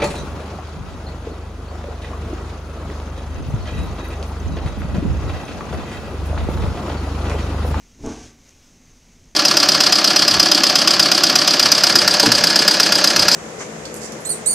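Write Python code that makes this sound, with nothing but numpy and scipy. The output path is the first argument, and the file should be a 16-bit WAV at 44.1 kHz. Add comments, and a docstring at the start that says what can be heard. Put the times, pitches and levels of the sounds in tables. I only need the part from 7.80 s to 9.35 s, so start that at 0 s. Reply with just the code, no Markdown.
"""Iron skillet shoved across a stovetop

Close up in a small kitchen, a cast iron skillet rumbles, judders over the burner and scrapes to rest.
Pulses of slip force excite the decaying modes of the hollow sheet-metal top, a short thud and a dense
clatter; the scrape is a train of thousands of tiny slips and the rumble is filtered noise. A few sharp
ticks sound over steady noise shaped into hiss and low room hum, with a light sizzle of random pops."""
import sys
import numpy as np
from scipy import signal
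from scipy.fft import rfft, irfft
from scipy.io import wavfile
from scipy.ndimage import uniform_filter1d

SR = 44100
rng = np.random.default_rng(int(sys.argv[2]) if len(sys.argv) > 2 else 0)


def master_out(mix):
    """Clip the mix to full scale and print it as 16-bit PCM to the path in sys.argv[1]."""
    frames = np.transpose(np.atleast_2d(mix))
    ceiling = np.clip(frames, -1, 1)
    pcm = np.round(ceiling * 32767).astype(np.int16)
    wavfile.write(sys.argv[1], SR, pcm)


N = 68355  # length of the scene in samples

# Relative spectrum of a small bright click, for ticks and grease pops: f/Hz, level/dB
CLICK_SPECTRUM = [(500, -17), (4500, -21), (5600, -7), (6250, 3.5), (6800, -6), (8000, -18), (11000, -18.5),
                  (12800, -34), (14000, -44)]


def amp(db):
    """Level-to-amplitude law: 20 dB is a factor of ten."""
    return 10 ** (np.asarray(db) / 20)


def unit(x):
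    """Power normalisation: scales a signal to an rms of one."""
    return x / np.sqrt(np.mean(x ** 2) + 1e-20)


def read(points, hz):
    """Interpolation of a table along logarithmic frequency."""
    f, value = np.transpose(points)
    return np.interp(np.log(hz + 1), np.log(f + 1), value)  # the 1 Hz offset admits zero frequency


def level(points):
    """Amplitude envelope: level/dB is interpolated linearly over t/s."""
    return amp(np.interp(np.arange(N) / SR, *np.transpose(points)))


def add(mix, s, sound):
    """Superposition: adds a sound into the mix from time s (seconds)."""
    part = mix[max(round(s * SR), 0):][:len(sound)]
    part += sound[:len(part)]


def through(x, response):
    """Linear filtering: convolves with an impulse response, cut to the scene's length."""
    return signal.fftconvolve(x, response)[:N]


def colour(points, size=8192):
    """Minimum phase: the log spectrum alone fixes a causal response, here of unit energy."""
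    hz = abs(np.fft.fftfreq(size, 1 / SR))
    log_gain = np.log(amp(read(points, hz)))
    # the Hilbert transform of the log gain supplies the phase
    spectrum = np.exp(np.conj(signal.hilbert(log_gain)))
    response = np.fft.ifft(spectrum).real[:size // 2]
    return response / np.linalg.norm(response)


def tail(t60s, size=256):
    """Diffuse decay: noise of unit energy, each band dying exponentially at its own rate."""
    hz, t, bands = signal.stft(rng.standard_normal(SR), SR, nperseg=size)
    decay = amp(-60 * t / read(t60s, hz)[:, None])
    ring = signal.istft(bands * decay, SR, nperseg=size)[1]
    return ring / np.linalg.norm(ring)


def steady(spectrum, size=1024):
    """Stationary noise of unit rms, modulated by faint drifting patches and broadband flicker."""
    patch_db, flicker_db = 0.9, 0.5  # rms of each modulation
    overlap = size - size // 4
    bands = signal.stft(rng.standard_normal(N + size), SR, nperseg=size, noverlap=overlap)[2]
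    patches = uniform_filter1d(rng.standard_normal(bands.shape), size=16, axis=0)  # across frequency
    patches = unit(uniform_filter1d(patches, size=10, axis=1))  # across time
    flicker = rng.standard_normal(bands.shape[1])
    bands = bands * amp(patch_db * patches + flicker_db * flicker)
    noise = signal.istft(bands, SR, nperseg=size, noverlap=overlap)[1][:N]
    gain = amp(read(spectrum, np.fft.rfftfreq(N, 1 / SR)))
    return unit(irfft(rfft(noise) * gain, N))


def hiss():
    """Broadband noise: a continuous spectrum with a slowly varying level."""
    # Relative spectral density: f/Hz, level/dB per Hz
    hiss_spectrum = [(100, -4.5), (600, -1), (1000, -4.5), (1700, -5), (2200, -1.5), (2600, -4), (4500, -6),
                     (5400, -1.5), (6300, 3), (7300, -6), (9000, -14), (12000, -19), (15500, -22.5)]
    # Rms level over time: t/s, level/dB
    hiss_level = [(0, -56), (0.15, -57), (0.58, -57.5), (0.69, -54), (0.74, -57), (0.85, -54.5),
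                  (1.0, -57.5), (1.12, -56.5), (1.34, -56.5), (1.55, -59)]
    return steady(hiss_spectrum) * level(hiss_level)


def hum():
    """Low-frequency noise: energy concentrated in a few bass bands is heard as room hum."""
    # Relative spectral density: f/Hz, level/dB per Hz
    hum_spectrum = [(10, -3.5), (38, 4.5), (60, -9.5), (95, -3.5), (125, -11), (165, -8), (215, -12),
                    (237, -4), (268, -6), (300, -18), (450, -18.5), (700, -39), (2000, -66)]
    return amp(-53.5) * steady(hum_spectrum)


def sizzle():
    """Random impulse train: a film of hot grease bursts in tiny pops barely above the hiss."""
    pops_per_s, pop_db, spread_db = 160, -48.5, 3  # mean rate, weakest level, exponential spread
    chance, size = rng.random(N), rng.exponential(1, N)
    pop_level = amp(pop_db + spread_db * np.minimum(size, 4))
    pops = (chance < pops_per_s / SR) * pop_level
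    return through(pops, colour(CLICK_SPECTRUM))


def shove():
    """Filtered noise: the heavy pan's motion gives a low rumble under a level envelope."""
    # Envelope of the shove: t/s, level/dB
    shove_level = [(0.165, -62.5), (0.192, -42), (0.24, -37), (0.28, -37.5), (0.34, -38), (0.40, -45),
                   (0.50, -49), (0.58, -58.5)]
    # Relative spectral density of the rumble: f/Hz, level/dB per Hz
    rumble_spectrum = [(15, -14.5), (40, -1.5), (90, -5), (160, -10), (260, -7.5), (500, -22), (1000, -33),
                       (4000, -58)]
    noise = rng.standard_normal(N)
    return unit(through(noise, colour(rumble_spectrum))) * level(shove_level)


def stovetop():
    """Modal superposition: one tap on the hollow sheet-metal top sums decaying cosines."""
    # Modes of the top, levels relative: f/Hz, level/dB, T60/s
    modes = [(36.6, -10, 1), (67.8, -0.5, 0.4), (123.2, 1.5, 0.52), (231.5, 6.5, 0.46), (250.4, 10, 0.25),
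             (282, 1.5, 0.3), (312, 5, 0.29), (366, 3, 0.35), (415.4, -1, 0.35), (444.4, 4.5, 0.28),
             (519, -8.5, 0.58), (564, -3, 0.46), (633.7, -2, 0.18), (737, 1.5, 0.47), (823, -3.5, 0.38),
             (1098, -2.5, 0.35), (1152, -4, 0.52), (1545, -1.5, 0.37)]
    t = np.arange(SR) / SR
    ring = np.zeros(SR)
    for hz, db, t60 in modes:
        ring -= amp(db) * 1000 ** (-t / t60) * np.cos(2 * np.pi * hz * t)
    return ring


def scrape():
    """Dry friction: rough iron catches in thousands of tiny slips, which also stir the stovetop."""
    # Envelope of the slip train: t/s, level/dB
    slide_level = [(0.17, -69), (0.225, -51), (0.25, -45), (0.285, -43), (0.325, -42.5), (0.39, -45.5),
                   (0.455, -45), (0.50, -50.5), (0.57, -69)]
    # Relative spectral density of the scrape: f/Hz, level/dB per Hz
    scrape_spectrum = [(40, -14), (160, -8), (260, 4), (450, 3.5), (650, -1.5), (1200, -14), (1600, -3.5),
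                       (1850, -5), (2200, -1.5), (4500, -4.5), (5500, 0.5), (6300, 3.5), (7400, -6.5),
                       (10000, -17.5), (13000, -34), (16000, -34)]
    slips_per_s, spread_db, ring_db = 14000, 1.76, -7.5  # mean rate, exponential spread, stovetop share
    chance, size, sign = rng.random(N), rng.exponential(1, N), rng.choice([-1, 1], N)
    slips = (chance < slips_per_s / SR) * sign * amp(spread_db * np.minimum(size, 5))
    slips = unit(slips) * level(slide_level)
    ring = stovetop()
    ring = ring / np.linalg.norm(ring)
    return through(slips, colour(scrape_spectrum)) + amp(ring_db) * through(slips, ring)


def judder():
    """Impulsive excitation: each slip's soft force pulse sets off ring, thud and clatter."""
    # Slips of the pan on the burner, impulses relative: t/s, level/dB, contact time/ms
    slip_events = [(0.187, -15, 6.4), (0.207, -9.5, 5.8), (0.2386, -9.5, 1.07), (0.243, -4.5, 1.45),
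                   (0.2477, -6.5, 1.15), (0.2567, -0.5, 1.67), (0.272, 1, 1.13), (0.2768, -8, 0.59),
                   (0.2886, -10, 0.91), (0.3037, -10, 0.63), (0.3174, -13.5, 0.78), (0.342, -17.5, 0.44),
                   (0.365, -17.5, 0.46), (0.396, -18, 1.6), (0.456, -20, 2), (0.487, -34, 1.4)]
    # Relative spectrum of the pan's short knock: f/Hz, level/dB
    thud_spectrum = [(25, 1), (70, -5.5), (160, -12.5), (215, -11), (255, 1), (300, 12), (360, -9.5),
                     (440, 0), (530, -22), (680, -8), (900, -14), (1500, -39), (4000, -20), (16000, -75)]
    # Relative spectrum of the dense upper modes: f/Hz, level/dB
    clatter_spectrum = [(60, -18), (160, -16.5), (250, -6), (440, -6.5), (520, -10), (850, -3.5),
                        (1000, -9), (1120, -7), (1280, -10.5), (1550, -5), (1850, -17.5), (2400, -11),
                        (5000, -19), (16000, -29)]
    # Decay of the dense upper modes: f/Hz, T60/s
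    clatter_t60 = [(100, 0.28), (300, 0.46), (1000, 0.45), (4000, 0.14)]
    ring_db, thud_db, clatter_db = -42, -0.5, -3.5
    force, clatter = np.zeros(N), np.zeros(N)
    ms = np.arange(SR // 20) * 1000 / SR
    for s, db, contact_ms in slip_events:
        u = 2 * np.pi * ms / contact_ms
        pulse = u * np.exp(-u)  # nearly all of the impulse falls within the contact time
        pulse *= amp(db) / pulse.sum()
        add(force, s, pulse)
        add(clatter, s, through(tail(clatter_t60), pulse))
    ring = amp(ring_db) * through(force, stovetop())
    thud = -amp(thud_db) * through(force, colour(thud_spectrum))  # same polarity as the ring
    return ring + thud + amp(clatter_db) * through(clatter, colour(clatter_spectrum))


def ticks():
    """Impulse response: tiny hard contacts give short bright rings and a diffuse kitchen decay."""
    # Contacts: t/s, level/dB
    tick_events = [(0.2624, -14), (0.6675, -36), (0.6926, -27), (0.7088, -30)]
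    # Decay of the kitchen: f/Hz, T60/s
    kitchen_t60 = [(100, .4), (1000, .35), (6000, .3), (14000, 0.17)]
    kitchen_db = -16
    clicks = np.zeros(N)
    for s, db in tick_events:
        add(clicks, s, amp(db) * colour(CLICK_SPECTRUM))
    return clicks + amp(kitchen_db) * through(clicks, tail(kitchen_t60))


def scene():
    """Linear superposition of pan and background, the same in both channels."""
    background = hiss() + hum() + sizzle()
    pan = shove() + scrape() + judder() + ticks()
    return np.array([pan + background, pan + background])


def record(dry):
    """Band limitation: a steep linear-phase low-pass removes the top treble."""
    edge_hz = 15700
    low_pass = signal.firwin(511, edge_hz, window=("kaiser", 9), fs=SR)
    return signal.oaconvolve(dry, low_pass[None], "same")


dry = scene()
out = record(dry)
master_out(out)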